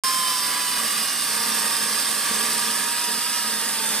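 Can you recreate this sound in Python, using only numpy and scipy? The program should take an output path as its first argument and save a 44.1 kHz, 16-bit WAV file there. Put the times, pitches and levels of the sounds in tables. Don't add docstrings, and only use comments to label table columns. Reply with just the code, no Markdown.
import sys
import numpy as np
from scipy import signal
from scipy.fft import rfft, irfft
from scipy.io import wavfile
from scipy.ndimage import map_coordinates

SR = 44100
rng = np.random.default_rng(int(sys.argv[2]) if len(sys.argv) > 2 else 0)


def master(y):
    cut = np.clip(np.atleast_2d(y).T, -1, 1)
    pcm = np.round(cut * 32767)
    wavfile.write(sys.argv[1], SR, pcm.astype(np.int16))


N = 176400
TIME = np.arange(N) / SR
FREQS = np.maximum(np.arange(N // 2 + 1) * SR / N, 1)


# t/s, f/Hz
LINK_RATE = [(0.0, 1059), (0.25, 1031), (0.42, 1004), (0.73, 985.7), (0.99, 960.8), (1.22, 952.9),
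             (1.35, 936.5), (1.48, 926.2), (1.61, 934.2), (1.75, 923.1), (2.09, 941.3), (2.35, 940.5),
             (2.5, 952.3), (2.9, 944.2), (3.05, 964.4), (3.15, 935.4), (3.28, 964.8), (3.47, 953.5),
             (3.56, 930), (3.75, 915.6), (3.9, 885.4), (4.0, 904)]

def chain_motion():
    link_hz, = in_time(LINK_RATE)
    return link_hz, np.cumsum(link_hz * (1 + 0.00397 * drift(45))) / SR


# t/s, then level/dB for each
WHINE_LEVELS = [(0.06, -28, -46.5, -39, -31), (0.27, -30, -51, -32, -36.5), (0.42, -36.5, -43, -43.5, -39),
                (0.7, -37, -42.5, -37.5, -45), (0.88, -54, -42.5, -38.5, -42), (1.18, -55, -44, -36, -48),
                (1.32, -40.5, -58, -44, -53), (1.7, -40.5, -41, -43, -55), (2.1, -45.5, -61, -49, -46),
                (2.45, -42, -51, -49, -52), (2.75, -41, -47, -47, -46), (3.05, -38, -44, -40, -41),
                (3.15, -41, -45, -44, -42), (3.42, -40, -44, -36, -43), (3.6, -41, -43, -49, -45),
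                (3.95, -43, -50, -55, -56)]
# added level/dB, phase jitter/rad
WHINE_TONES = [(0.9, 0.04), (0.3, 0.32), (-2, 0.1), (-3, 0.8), (1.5, 0.41)]
FLICKER_DB = 1.5

def whine(links):
    first, second, third, fifth = in_time(WHINE_LEVELS)
    levels = [first, second, third, second, fifth]
    out = 0
    for k, (db, (added_db, jitter)) in enumerate(zip(levels, WHINE_TONES), start=1):
        phase = 2 * np.pi * (k * links + rng.random()) + jitter * drift(55)
        out = out + np.sqrt(2) * from_db(db + added_db + FLICKER_DB * drift(16)) * np.sin(phase)
    return out


# multiple of the wheel's turning rate, level/dB
WHEEL_TONES = [(1, -59.5), (7, -47.5), (8, -48), (9, -50), (10, -44.5), (11, -50), (13, -49.5), (15, -65),
               (22, -44), (28, -47), (29, -47)]

def wheel_tones(links, fade_db_per_s=1.5):
    turns = links / len(TOOTH_STRIKES)
    out = 0
    for multiple, db in WHEEL_TONES:
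        gain = from_db(db + FLICKER_DB * drift(21))
        out = out + gain * np.sin(2 * np.pi * (round(multiple) * turns + rng.random()))
    return np.sqrt(2) * from_db(-fade_db_per_s * TIME) * out


TOOTH_STRIKES = [0.58, -0.37, 0.4, -0.79, 0.27, -0.66]

def knocks(links, scatter=0.59):
    hits = np.flatnonzero(np.diff(np.floor(links)))
    clicks = np.zeros(N)
    clicks[hits] = np.resize(TOOTH_STRIKES, len(hits)) + scatter * rng.standard_normal(len(hits))
    return rms_one(clicks)


def friction(links, bouncing, chips_per_s=810, chip_decay_s=0.00022):
    pulsing = (1 + 0.22 * np.cos(2 * np.pi * links)) * (1 + 0.049 * bouncing)
    flutter_db = 0.37 * drift(60) + 0.56 * drift(21)
    pressure = rms_one(pulsing * from_db(flutter_db))
    snaps = rng.random(N) < chips_per_s / SR
    chips = snaps * from_db(3.5 * np.minimum(rng.exponential(1, N), 4))
    bursts = rms_one(signal.lfilter([1], [1, -np.exp(-1 / (chip_decay_s * SR))], chips + 1e-18))
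    return rms_one(np.hypot(pressure, 0.28 * bursts) * rng.standard_normal((3, N)))


# f/Hz, level/dB
CHAIN_COLOUR = [(130, -16.5), (260, -7.5), (370, -14.5), (580, -9.5), (690, -12), (790, -7), (870, -11.5),
                (1400, -7.5), (2080, -7), (2300, -9.5), (2600, -9.5), (2780, -9), (3050, -6), (4000, -9),
                (4450, -8), (4900, -1.5), (5300, -3.5), (5800, -9), (7000, -8.5), (7880, -8.5), (8060, 0.5),
                (9200, 0.5), (10100, -6.0), (11700, -5.5), (13000, -7), (13400, -10), (14400, -12),
                (15300, -75)]
TOP_HISS, TOP_FROM_HZ = [(0, 1), (1.5, 0.96), (2.4, -2), (3.2, -1.14), (4, -1.3)], 9300

def chain(scrape, rattle_db, hiss_db):
    colour_db, = in_hz(CHAIN_COLOUR)
    top_db, = in_time(TOP_HISS)
    bass_cut = 1 / np.hypot(1, (119 / FREQS) ** 4)
    noise = irfft(rfft(scrape) * from_db(colour_db - 17) * bass_cut, N)
    rattle, bright = split(noise, hz=2400)
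    hiss, top = split(bright, TOP_FROM_HZ)
    return from_db(rattle_db) * rattle + from_db(hiss_db) * (hiss + from_db(top_db) * top)


# f/Hz, width/Hz, level/dB
LOW_NOTES = [(981, 130, -4.5), (1168, 55, 4), (1247, 54, -2.5)]
HIGH_NOTES = [(1597, 80, -2), (1676, 56, 2), (1787, 41, -6.5), (1903, 68, -5.5)]
# t/s, pitch ratio
LOW_BEND = [(0, 1.04), (.55, 0.99), (1.15, 1), (1.5, 1.0), (2, 0.993), (2.25, 0.98), (3, 1.04),
            (3.4, 1.084), (3.55, 1.04), (4, 0.96)]
# t/s, level/dB
HIGH_LEVEL = [(0, 0.5), (.6, -5.5), (1.1, -3.5), (1.9, -2.5), (2.4, -1.5), (2.9, 2), (3.4, 0.5), (4, 2)]

def housing(links, scrape, ring_db):
    bend, = in_time(LOW_BEND)
    high_db, = in_time(HIGH_LEVEL)
    shaking = np.array([knocks(links) for _ in range(3)]) + 0.67 * scrape
    low = resonate_bending(shaking, LOW_NOTES, bend)
    high = from_db(high_db) * resonate(shaking, HIGH_NOTES)
    return from_db(ring_db - 39.5) * (low + high)


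# f/Hz, width/Hz, level/dB
BAR_NOTES = [(2146, 46, -5), (2470, 79, 2), (2637, 99, 2), (2854, 61, -4), (3220, 30, -1), (3310, 90, -2),
             (3554, 120, 1.5), (3680, 46, 1), (3850, 55, -10), (4146, 130, 2), (4640, 68, 1),
             (4840, 130, 0), (4960, 65, 2.5), (5280, 190, 3.5), (5640, 110, 1), (6060, 90, -3.5),
             (6550, 110, -7.5), (6860, 120, -5), (8670, 160, 3)]
BAR_TOP, BAR_TOP_FROM_HZ = [(0, 5), (.5, 4), (1.9, 4), (2.7, -.5), (3.2, 1.5), (4, -2)], 4000

def guide_bar(scrape):
    top_db, = in_time(BAR_TOP)
    low, top = split(resonate(scrape, BAR_NOTES), BAR_TOP_FROM_HZ)
    return from_db(-34.5) * (low + from_db(top_db) * top)


# t/s, rattle level/dB, hiss level/dB, housing level/dB
WORK_LEVELS = [(.04, 0, 1.1, -3), (.27, -1, -0.2, 0), (.38, -2, -1.2, -1), (.5, 1.5, -0.5, -1.5),
               (.56, 1.5, 0, 6), (.64, -1.5, -1.5, -1.5), (.8, 1.5, 0, 3.5), (1.12, -1.5, -1.3, 1),
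               (1.35, -0.5, 0, 4), (1.6, 1, 0.5, 4.5), (2.12, -0.5, 0.8, 3.5), (2.3, 1, 0.6, 4),
               (2.47, 1.5, 2.1, 5.5), (2.75, -0.5, 1.6, 4), (3.0, 0.2, 0.2, 0.5), (3.2, -1.5, 0.5, 0),
               (3.48, -1.5, 0, 1.5), (4, 1.5, 1.5, -3)]

def rasp(links, bouncing, swell_db=1.6):
    rattle_db, hiss_db, ring_db = in_time(WORK_LEVELS)
    running = chain(friction(links, bouncing), rattle_db, hiss_db)
    scrape = friction(links, bouncing)
    out = running + housing(links, scrape, ring_db) + guide_bar(scrape)
    spectrum = rfft(out)
    edges_hz = np.geomspace(2000, 7000, 29)
    for low, high in zip(edges_hz, edges_hz[1:]):
        band = irfft(spectrum * ((FREQS >= low) & (FREQS < high)), N)
        swell = rms_one(from_db(swell_db * drift(6)))
        out = out + band * (swell - 1)
    return out


# start t/s, length/s, level/dB
BITE_SPELLS = [(0.808, 0.067, 1), (0.905, 0.12, -3), (1.28, 0.2, -1), (1.474, 0.23, 0.5), (1.782, .2, 0.5),
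               (2.063, 0.14, 0), (2.302, 0.21, 3), (2.526, 0.32, 1), (2.853, 0.089, -4), (3.073, .12, 2),
               (3.22, 0.099, -7), (3.43, 0.16, 0.5), (3.605, 0.14, -1), (3.765, 0.23, 2)]

def cutter_grip(edge_s=0.03, gliding_db=-11):
    spells = 0
    for start, length, db in BITE_SPELLS:
        inside_s = np.minimum(TIME - start, start + length - TIME)
        spells = spells + from_db(db) * np.clip(inside_s / edge_s + .5, 0, 1)
    return np.hypot(from_db(gliding_db), spells)


# f/Hz, level/dB
BOUNCE_HUMS = [(221, 1), (447, -4.5)]

def bounce(link_hz):
    sag = (link_hz / np.median(link_hz)) ** .45
    out = 0
    for hz, db in BOUNCE_HUMS:
        gain = from_db(db + 3.5 * drift(53))
        pitch_hz = hz * sag * (1 + 0.0196 * drift(26))
        out = out + gain * np.sin(2 * np.pi * np.cumsum(pitch_hz) / SR)
    return rms_one(out)


# f/Hz, width/Hz, level/dB
CHATTER_NOTES = [(215, 84, -5), (461, 39, 9.5), (173, 26, -33), (588, 21, 3.5), (830, 44, -17)]

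def chatter(grip):
    ringing = resonate(rng.standard_normal((3, N)), CHATTER_NOTES)
    _, above_bass = split(from_db(-48) * grip * ringing, hz=125)
    return above_bass


# t/s, f/Hz, level/dB
HIGH_OVERTONES = [(3.58, 5700, -41), (3.92, 3570, -37)]

def overtones(swell_s=0.13, width_hz=18):
    out = 0
    for peak_s, hz, db in HIGH_OVERTONES:
        swell = from_db(db) * np.exp(-((TIME - peak_s) / swell_s) ** 2)
        out = out + swell * resonate(rng.standard_normal(N), [(hz, width_hz, 0)])
    return out


# f/Hz, left-minus-right level/dB, likeness/0-1, left lead/rad
LEFT_RIGHT = [(200, -1.7, 0.97, -0.1), (450, -4.9, 0.84, -0.2), (700, -4.6, 0.64, -0.1),
              (1200, -2.5, 0.94, -0.7), (1700, -0.9, 0.92, -0.2), (2400, 0.0, 0.91, 0.0),
              (3100, -0.1, 0.62, 0.1), (3600, -0.6, 0.86, 0.2), (4200, -0.4, 0.83, 0.2),
              (4900, -3.5, 0.81, 1.5), (5300, -4.9, 0.74, 1.6), (5900, -2.3, 0.65, 0.3),
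              (6800, -1.4, 0.55, 1.0), (7400, -1.0, 0.24, 1.3), (7880, -0.3, 0.48, -0.1),
              (8080, -9.1, 0.59, 0.0), (8700, -10.7, 0.62, 1.5), (9300, -10.9, 0.54, 2.6),
              (9850, -4.9, 0.09, -0.8), (10700, -2.7, 0.65, -1.4), (12000, -0.0, 0.96, -3.1),
              (13300, -0.0, 1.0, -6.2), (14400, 0.1, 0.58, -8.5)]

def stereo(tones, noise):
    balance_db, share, lead = in_hz(LEFT_RIGHT)
    sides = np.array([[1], [-1]])
    spectra = rfft(noise)
    gain = from_db(sides * balance_db / 2)
    gain = gain / np.sqrt(np.mean(gain ** 2, axis=0))
    common = (rfft(tones) + np.sqrt(share) * spectra[0]) * np.exp(.5j * sides * lead)
    scattered = np.sqrt(1 - share) * spectra[1:]
    return irfft(gain * (common + scattered), N)


# t/s, extra left lead/samples
SAW_DRIFT = [(0, -0.72), (1.8, -0.22), (2.7, 0.033), (3.1, 0.71), (4, 1.2)]

def sway(pair):
    lead, = in_time(SAW_DRIFT)
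    low, top = split(pair, TOP_FROM_HZ)
    shifted = [map_coordinates(channel, [np.arange(N) + side * lead / 2], order=3, mode="nearest")
               for channel, side in zip(low, (1, -1))]
    return top + np.array(shifted)


# f/Hz, level/dB
RUMBLE_COLOUR = [(15, -36), (30, -8), (50, -1.5), (65, 10.5), (95, -31), (140, -4), (300, -43), (2000, -60)]

def rumble(fade_db_per_s=1.5):
    colour_db, = in_hz(RUMBLE_COLOUR)
    air = rng.standard_normal(N) + .25 * rng.standard_normal((2, N))
    return from_db(-fade_db_per_s * TIME) * irfft(rfft(air) * from_db(colour_db - 39.5), N)


def from_db(db):
    return 10 ** (np.asarray(db) / 20)


def rms_one(x):
    return x / np.sqrt(np.mean(x ** 2) + 1e-20)


def in_time(rows):
    times, *columns = np.transpose(rows)
    return [np.interp(TIME, times, column) for column in columns]


def in_hz(rows):
    hz, *columns = np.transpose(rows)
    return [np.interp(np.log(FREQS), np.log(hz), column) for column in columns]


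def drift(rate_hz):
    coarse = rfft(rng.standard_normal(N // 20))
    slow = rms_one(irfft(coarse / (1 + (FREQS[:len(coarse)] / rate_hz) ** 2)))
    return np.interp(np.arange(N) / 20, np.arange(len(slow)), slow)


def split(x, hz):
    low = irfft(rfft(x) / (1 + (FREQS / hz) ** 12), N)
    return low, x - low


def resonate(x, notes):
    out = 0
    for k, (hz, width, db) in enumerate(notes):
        decay = np.exp(-np.pi * width / SR)
        feedback = [1, -2 * decay * np.cos(2 * np.pi * hz / SR), decay * decay]
        ring = signal.lfilter([1, 0, -1], feedback, x)
        out = out + (-1) ** k * from_db(db) * rms_one(ring)
    return rms_one(out)


def resonate_bending(x, notes, ratio):
    clock = np.cumsum(ratio) / SR
    out = 0
    for k, (hz, width, db) in enumerate(notes):
        spin = np.exp(2j * np.pi * hz * clock)
        ring = spin * signal.lfilter([1], [1, -np.exp(-np.pi * width / SR)], x * spin.conj())
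        out = out + (-1) ** k * from_db(db) * rms_one(ring.real)
    return rms_one(out)


def scene():
    link_hz, links = chain_motion()
    grip = cutter_grip()
    bouncing = grip * bounce(link_hz)
    noise = chatter(grip) + rasp(links, bouncing)
    tones = whine(links) + wheel_tones(links) + from_db(-43) * bouncing + overtones()
    return sway(stereo(tones, noise)) + rumble()


def record(dry, start_s=.036, cutoff_hz=15300):
    fade_in = np.clip((TIME - start_s) / .001, 0, 1)
    treble_cut = signal.ellip(12, .1, 80, cutoff_hz, fs=SR, output="sos")
    return signal.sosfilt(treble_cut, dry * fade_in)


dry = scene()
out = record(dry)
master(out)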